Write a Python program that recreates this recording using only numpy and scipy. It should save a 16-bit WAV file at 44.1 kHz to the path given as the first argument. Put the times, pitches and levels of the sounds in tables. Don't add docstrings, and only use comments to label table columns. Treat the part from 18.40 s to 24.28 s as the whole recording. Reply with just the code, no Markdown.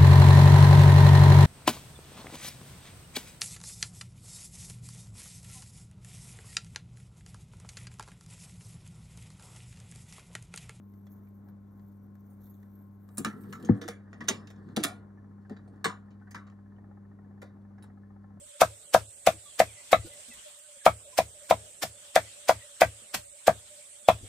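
import sys
import numpy as np
from scipy import signal
from scipy.fft import rfft, irfft, next_fast_len
from scipy.io import wavfile
from scipy.ndimage import uniform_filter1d, map_coordinates

SR = 44100
rng = np.random.default_rng(int(sys.argv[2]) if len(sys.argv) > 2 else 0)


def transcribe(u):
    v = np.clip(np.atleast_2d(u).T, -1, 1)
    q = np.round(v * 32767).astype(np.int16)
    wavfile.write(sys.argv[1], SR, q)


def to_linear_factor(level_db):
    exponent = np.asarray(level_db, float) / 20
    return 10 ** exponent


N = 259308

# frequency_hz, density_db
CICADA_SPECTRUM = [(4500, -39.5), (6000, -26.5), (7200, -3), (8300, 2.5), (9200, -6), (10500, -15),
                   (13000, -44.5)]
# frequency_hz, density_db
DISTANT_SPECTRUM = [(400, -21), (800, -10), (1200, -6.5), (2200, -4.5), (3300, 0.5), (5000, -6.5),
                    (8000, -1.5), (16000, -34.5)]
# frequency_hz, density_db
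LEAF_SPECTRUM = [(500, -30.5), (1500, -9.5), (4000, -7), (8000, -6), (12000, -8), (16000, -9)]
# frequency_hz, density_db
RUMBLE_SPECTRUM = [(18, -45.5), (40, -16.5), (85, -8), (160, -13.5), (300, -18.5), (550, -9.5), (800, -16),
                   (1200, -40.5)]
# time_s, level_db
STIR = [(0, -64), (.64, -68), (1.06, -65), (1.3, -61.5), (1.9, -60), (2.05, -58), (2.2, -64), (2.9, -64.5),
        (3.3, -62), (3.5, -67), (3.65, -60.5), (4.15, -60), (4.5, -61), (4.86, -68.5), (5.1, -60.5),
        (5.6, -66), (5.72, -63), (5.88, -61)]
# start_s, length_s, level_db
COOS = [(0, 0.19, -57.5), (0.285, 0.16, -64), (.79, 0.12, -70), (1.116, 0.072, -66.5),
        (1.356, 0.077, -56.5), (1.676, 0.153, -60.5), (2.045, 0.066, -54.5), (2.15, 0.065, -72),
        (2.273, .13, -60), (2.637, 0.11, -58), (2.932, 0.2, -63), (3.2, 0.16, -65), (3.531, 0.21, -64),
        (3.944, 0.144, -61), (4.22, 0.15, -65.5), (4.527, 0.059, -69.5), (4.701, 0.27, -62),
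        (5.29, 0.14, -62), (5.511, 0.2, -64.5), (5.766, 0.041, -57.5)]
# start_s, start_pitch_hz, end_pitch_hz, length_s, level_db
FAINT_TONES = [(1.045, 3450, 3260, .1, -58), (1.053, 1150, 1172, .045, -58), (1.265, 2550, 2250, .05, -55),
               (1.36, 2050, 1990, .07, -58), (1.6, 2000, 1940, .05, -61), (1.658, 1440, 1500, .036, -62),
               (1.71, 2000, 1960, .05, -62), (1.9, 2690, 2600, .035, -60), (1.91, 2050, 1900, .04, -57),
               (2.242, 1556, 1452, .025, -57), (2.39, 1800, 1650, .04, -58), (2.725, 1063, 965, .05, -56),
               (3.543, 3520, 3480, .05, -62), (3.854, 2020, 2000, .035, -59), (4.2, 2000, 1900, .08, -60),
               (5.399, 9420, 9400, .28, -62), (5.645, 3460, 3460, .03, -55)]
# start_s, pitch_hz, level_db, t60_s
BUMPS = [(0, 92, -51.5, .3), (.936, 322, -35, .066), (1.645, 334, -27, .05), (1.655, 85, -47, .15),
         (1.67, 500, -34, .05), (1.73, 200, -58, .08), (1.882, 236, -42, .087), (1.94, 60, -54, .25),
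         (2.368, 223, -55, .12), (4.619, 212, -46, .1), (4.762, 50, -55, .4), (5.625, 200, -59, .1),
         (5.81, 205, -32, .05), (5.815, 100, -33, .15)]
# start_s, level_db, length_s
RUSTLES = [
    (1.645, -53, .05),
    (1.72, -58, .04),
    (1.875, -53, .028),
    (1.925, -52, .03),
    (2.03, -56, .02),
    (2.07, -57, .035),
    (2.18, -58, .025),
    (4.25, -61, .03),
    (3.47, -58, .04),
]
# frequency_hz, t60_s
YARD_DECAY = [(300, 0.032), (1000, 0.098), (3000, .12), (8000, 0.14), (15000, 0.11)]
# delay_ms, left_db, right_db
SURFACES = [(0, 0, -2.4), (4.17, -14.5, -16), (5.4, -19, -35), (7.7, -35, -15), (11.86, -13.5, -15.5),
            (14.88, -10, -12.5), (17.9, -13, -18), (22.8, -22, -27), (26, -26, -28), (28.9, -25, -29),
            (30.5, -25, -29), (36.5, -34, -36)]
# frequency_hz, density_db
HOLLOW_SPECTRUM = [(110, -39.5), (170, -0.5), (350, -5.5), (650, 3.5), (900, -19.5), (1300, -51)]
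# enter_s, level_db
CUTS = [(0.2108, -26.5), (0.5409, -25.5), (0.8692, -26.5), (1.1956, -27), (1.5201, -33), (2.458, -28.5),
        (2.78, -29.5), (3.1015, -33.5), (3.4256, -30.5), (3.758, -26.5), (4.0876, -26.5), (4.4118, -27.5),
        (4.745, -28.5), (5.0717, -32.5), (5.687, -28)]
# frequency_hz, density_db
STEM_SPECTRUM = [(150, -35), (250, -4.5), (1220, 0), (2960, -0.5), (3650, -2), (5440, -2), (8400, -5),
                 (11500, -9), (14900, -9), (16000, -15.5)]
# start_s, knock_db, crack_db, ground_db
CHOPS = [(0.2167, -2.5, -14.5, -37.5), (.546, -1.5, -18, -39.5), (0.8725, -2.5, -13, -40),
         (1.2013, -2.5, -12.5, -40.5), (1.5293, -2, -8.5, -36.5), (2.4632, -1, -10, -37),
         (2.7874, -6, -17.5, -40), (3.1094, -3.5, -13.5, -37.5), (3.4355, -22.5, -39, -49.5),
         (3.7612, -3.5, -10, -43.5), (4.093, -3.5, -14.5, -44.5), (4.4174, -1.5, -8.5, -40),
         (4.7501, -48.5, -39.5, -54.5), (5.0797, -2, -14.5, -39.5), (5.6859, -.5, -8, -35.5)]
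# frequency_hz, width_hz, level_db
BLOCK_MODES = [(896, 150, 2.5), (1130, 250, 2.5), (1306, 130, 3.5), (1586, 140, 0), (1940, 540, 0.5),
               (2550, 260, -1), (3320, 370, -7), (3900, 360, -10.5), (6640, 150, -19.5)]
# frequency_hz, level_db, t60_s, arrival_ms
GROUND_MODES = [(45.7, -16.5, 0.11, 0), (74, -8, .22, -3), (105.2, -6, .24, 2), (140.94, -4, 0.1, 5),
                (172.6, -6, 0.084, 3), (205.6, 4.5, 0.057, 4), (294, -8, 0.081, 3.5), (64, -3, .06, 0.5)]
# frequency_hz, share of moments muted
MUTED_SHARE = [(1200, 0), (2500, .03), (5000, .08), (6300, .05), (6900, 0), (10300, 0), (11500, .1),
               (14800, .14), (15300, .85)]


def along(points, hz):
    f, v = np.transpose(points)
    return np.interp(np.log(hz + 1), np.log(f + 1), v)


def stir_curve():
    s, db = np.transpose(STIR)
    return np.interp(np.arange(N) / SR, s, db)


def unit(x):
    return x / np.sqrt(np.mean(x ** 2) + 1e-20)


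def wobble(rate):
    knots = rng.standard_normal(int(N * rate / SR) + 4)
    return map_coordinates(knots, [np.arange(N) * rate / SR])


def filtered(x, response):
    m = next_fast_len(N + SR // 2)
    return irfft(rfft(x, m) * response(np.fft.rfftfreq(m, 1 / SR)), m)[..., :N]


def hiss(spectrum, alike, spiky_db=0, patchy_db=0):
    pair = rng.standard_normal((2, N)) * to_linear_factor(spiky_db * rng.exponential(size=N))
    if patchy_db:
        z = signal.stft(pair, nperseg=512)[2]
        field = uniform_filter1d(rng.standard_normal(z.shape[1:]), size=6, axis=0)
        field = uniform_filter1d(field, size=8, axis=1)
        pair = signal.istft(z * to_linear_factor(patchy_db * unit(field)), nperseg=512)[1][:, :N]

    def mid_side_response(hz):
        turn = np.arccos(np.clip(along(alike, hz), -1, 1)) / 2
        return to_linear_factor(along(spectrum, hz)) * [np.cos(turn), np.sin(turn)]

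    mid, side = filtered(pair, mid_side_response)
    return unit(np.array([mid + side, mid - side]))


def add(track, s, sound):
    part = track[..., round(s * SR):][..., :sound.shape[-1]]
    part += sound[..., :part.shape[-1]]


def echoes(x, dull_hz):
    dull = filtered(x, lambda f: 1 / (1 + (f / dull_hz) ** 2))
    out = np.zeros((2, N))
    for ms, *db in SURFACES:
        add(out, ms / 1000, to_linear_factor(np.c_[db]) * (dull if ms else x))
    return out


def yard(x):
    size, out = SR // 4, np.zeros((2, N))
    parts = np.pad(x, (60, -(N + 60) % size)).reshape(-1, 1, size)
    hz, t, z = signal.stft(rng.standard_normal((len(parts), 2, SR // 6)), SR, nperseg=128)
    decay = to_linear_factor(-60 * t / along(YARD_DECAY, hz)[:, None])
    tails = signal.istft(z * decay, SR, nperseg=128)[1]
    tails = tails / np.linalg.norm(tails[:, :1], axis=2, keepdims=True)
    wet = signal.fftconvolve(parts, tails, axes=2)
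    for k, part in enumerate(wet):
        add(out, k * size / SR, part)
    return out


def rumble():
    rest_db, shake_db, shake_t60_s = -83, -24, 2
    shake, t = np.full(N, to_linear_factor(rest_db)), np.arange(SR) / SR
    for s, *_, ground_db in CHOPS:
        add(shake, s, to_linear_factor(shake_db + ground_db - 60 * t / shake_t60_s))
    lumps_db = 1.5 * wobble(12)
    return shake * to_linear_factor(lumps_db) * hiss(RUMBLE_SPECTRUM, [(60, 0.78), (300, 0.52)])


def distant_yard():
    level_db = stir_curve() + 6 + wobble(7.7)
    noise = hiss(DISTANT_SPECTRUM, [(300, 0.17), (1400, 0.037)], patchy_db=3.0)
    return to_linear_factor(level_db) * noise * to_linear_factor([[.7], [-.7]])


def leaves():
    stir_db = stir_curve()
    level_db = -71.5 + 0.1 * (stir_db - stir_db.mean())
    return to_linear_factor(level_db + 10.0 + wobble(23)) * hiss(LEAF_SPECTRUM, [(8000, 0.0015)], patchy_db=1.5)


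def cicadas():
    level_db = -52
    buzz = to_linear_factor(0.72 * wobble(270) + 0.53 * wobble(3.8) + 0.3 * wobble(3))
    return to_linear_factor(level_db) * buzz * hiss(CICADA_SPECTRUM, [(8000, 0.00036)]) * to_linear_factor([[-4], [2.5]])


def dove():
    attack_s, release_s, sag_db, murmur_db = 0.018, .03, -3, -72
    roll_s, roll_depth = .068, .75
    level, t = np.full(N, to_linear_factor(murmur_db)), np.arange(SR // 3) / SR
    roll = 1 - roll_depth * np.cos(np.pi * t / roll_s) ** 4
    for s, length, db in COOS:
        edges = np.clip(t / attack_s, 0, 1) * np.clip((length - t) / release_s, 0, 1)
        add(level, s, to_linear_factor(db + sag_db * t / length) * edges ** 2 * roll)
    flutter = to_linear_factor(3.5 * wobble(32))
    pitch_hz = 584 + 17 * wobble(70)
    stereo_drift = .9 * np.array([wobble(9), wobble(9)])
    hum = np.sin(2 * np.pi * np.cumsum(pitch_hz) / SR + stereo_drift)
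    return level * to_linear_factor(4.5) * flutter * hum


def faint_tones():
    out, t = np.zeros((2, N)), np.arange(SR // 3) / SR
    waver = .024 * wobble(120)
    pan_db = np.array([[-1], [1]])
    for s, start_hz, end_hz, length, db in FAINT_TONES:
        u = np.clip(t / length, 0, 1)
        unsteady = waver[round(s * SR / 2):][:len(t)] * start_hz
        pitch_hz = start_hz + (end_hz - start_hz) * u + unsteady
        tone = np.sin(2 * np.pi * np.cumsum(pitch_hz) / SR)
        add(out, s, to_linear_factor(db + 3.5 + pan_db) * np.sqrt(np.abs(np.sin(np.pi * u))) * tone)
    return out


def bumps():
    rise_s = .006
    out, t = np.zeros((2, N)), np.arange(SR // 3) / SR
    for s, hz, db, t60 in BUMPS:
        rough = np.convolve(rng.standard_normal(len(t)), np.hanning(110) / 14, "same")
        envelope = to_linear_factor(db - 60 * t / t60) * (1 - np.exp(-t / rise_s))
        add(out, s, envelope * (np.sin(2 * np.pi * hz * t) + rough) * to_linear_factor([[1], [-1]]))
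    return out


def rustles():
    bursts, t = np.zeros(N), np.arange(SR // 3) / SR
    for s, db, length in RUSTLES:
        add(bursts, s, to_linear_factor(db) * np.sin(np.pi * np.clip(t / length, 0, 1)) ** 2)
    return bursts * hiss(LEAF_SPECTRUM, [(1000, .7), (8000, .3)], spiky_db=3)


def small_sounds():
    tones = (faint_tones() + bumps()) * (.7 + .3 * wobble(45))
    return tones + to_linear_factor(-6) * yard(tones[0]) + rustles()


def hollow():
    under_knock_db, rise_s, t60_s = -33.5, 0.042, 0.2
    level, t = np.zeros(N), np.arange(SR // 3) / SR
    for s, knock_db, *_ in CHOPS:
        build_up = np.clip(t / rise_s, 0, 1) ** 2
        add(level, s, to_linear_factor(knock_db + under_knock_db - 60 * t / t60_s) * build_up)
    return level * hiss(HOLLOW_SPECTRUM, [(150, 1.0), (700, .6)]) * to_linear_factor([[1], [-1]])


def slices():
    stroke, t = np.zeros(N), np.arange(-SR // 25, SR // 8) / SR
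    for (s, *_), (enter_s, db) in zip(CHOPS, CUTS):
        before_ms = np.minimum((t + s - enter_s) * 1000, 0)
        entry = to_linear_factor(2.7 * before_ms) + to_linear_factor(-14 + 1.5 * before_ms)
        after_ms = np.maximum(t * 1000 + 1.5, 0)
        settling = to_linear_factor(-1.6 * after_ms) + to_linear_factor(-14.0 - 0.29 * after_ms)
        add(stroke, s + t[0], to_linear_factor(db) * entry * settling)
    crackle = hiss(STEM_SPECTRUM, [(300, .95), (1400, .8), (3000, .5), (8000, .3)], spiky_db=1.7)
    snaps = stroke * to_linear_factor(1.2 * wobble(500) + 1.2 * wobble(150)) * crackle

    def lean(hz):
        lean_db = along([(1000, 2.5), (6000, 1.0), (9000, -6.5), (15000, -4)], hz)
        return to_linear_factor(np.outer([.5, -.5], lean_db))

    return to_linear_factor(0.5) * filtered(snaps + to_linear_factor(-6.5) * yard(snaps[0]), lean)


def ground_thump():
    ground, t = np.zeros(N), np.arange(SR // 2) / SR
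    rise = 1 - np.exp(-t / 0.0061)
    for s, _, _, ground_db in CHOPS:
        for hz, db, t60, ms in GROUND_MODES:
            vary_db = 1.5 * rng.standard_normal()
            decay = to_linear_factor(-60 * (t / t60) ** 2.04) + to_linear_factor(-21.5 - 30 * t / t60)
            tone = np.sin(2 * np.pi * hz * (t - ms / 1000))
            add(ground, s, decay * to_linear_factor(ground_db + db + vary_db) * rise * tone)
    uneven = to_linear_factor(3.2 * wobble(35) + 1.3 * np.array([wobble(30), wobble(30)]))
    return ground * uneven * to_linear_factor([[5], [3]])


def block_knock():
    knock, t = np.zeros(N), np.arange(SR // 2) / SR
    swell = np.sin(np.pi * np.clip((t + 0.000069) / 0.0054, 0, 1) ** 0.79)
    for s, knock_db, _, _ in CHOPS:
        knock_hz = 657 + 4 * rng.standard_normal()
        add(knock, s, -to_linear_factor(knock_db + 0.5) * swell * np.sin(2 * np.pi * knock_hz * t))
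    return knock


def resonance(f, modes):
    total = 0
    for k, (hz, width, db) in enumerate(modes):
        total = total + (-1) ** k * to_linear_factor(db) * 1j * f * width / (hz * hz - f * f + 1j * f * width)
    return total


def block_crack():
    contact_top_hz = 6900
    bite, t = np.zeros((2, N)), np.arange(200) / SR
    for s, knock_db, crack_db, _ in CHOPS:
        lower_db = -4.5 + 1.3 * knock_db
        splinter = 0.47 * rng.standard_normal(200)
        blow = to_linear_factor(10.5 - 60 * t / 0.018) * (splinter + 4 * (t == 0))
        add(bite, s + .0006, blow * to_linear_factor([[lower_db], [crack_db]]))

    def response(f):
        lower = resonance(f, BLOCK_MODES[:4])
        upper = resonance(f, BLOCK_MODES[4:]) / (1 + 1j * f / contact_top_hz) ** 2
        return [lower, upper]

    return filtered(bite, response).sum(axis=0)


def block():
    knock, crack = block_knock(), block_crack()
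    near = echoes(knock, dull_hz=3000) + to_linear_factor([[3], [2]]) * echoes(crack, dull_hz=2480) + ground_thump()
    return near + yard(to_linear_factor(-19) * knock + to_linear_factor(0.5) * crack) * to_linear_factor([[.8], [-.8]])


def scene():
    background = rumble() + distant_yard() + leaves() + cicadas() + dove()
    return background + small_sounds() + hollow() + slices() + block()


def mute_weak_bands(x):
    hz, _, z = signal.stft(x, SR, nperseg=1024)
    power = np.abs(z[:, :512]).reshape(2, 64, 8, -1).mean(axis=(0, 2))
    power = uniform_filter1d(power * to_linear_factor(6 * rng.standard_normal(power.shape)), size=3, axis=1)
    rank = power.argsort(axis=1).argsort(axis=1) / power.shape[1]
    weak = np.repeat(rank < along(MUTED_SHARE, hz[4:512:8])[:, None], 8, axis=0)
    gain = np.pad(1 - .95 * weak, ((0, 1), (0, 0)))
    return signal.istft(z * gain, SR, nperseg=1024)[1][:, :N]


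def roll_off(x):
    return signal.sosfilt(signal.butter(12, 16290, fs=SR, output="sos"), x)


def record(dry):
    clipped = dry / (1 + np.abs(dry / 1.02) ** 8) ** (1 / 8)
    limited = filtered(clipped, lambda hz: np.clip((15800 - hz) / 500, 0, 1))
    return roll_off(mute_weak_bands(limited))


dry = scene()
out = record(dry)
transcribe(out)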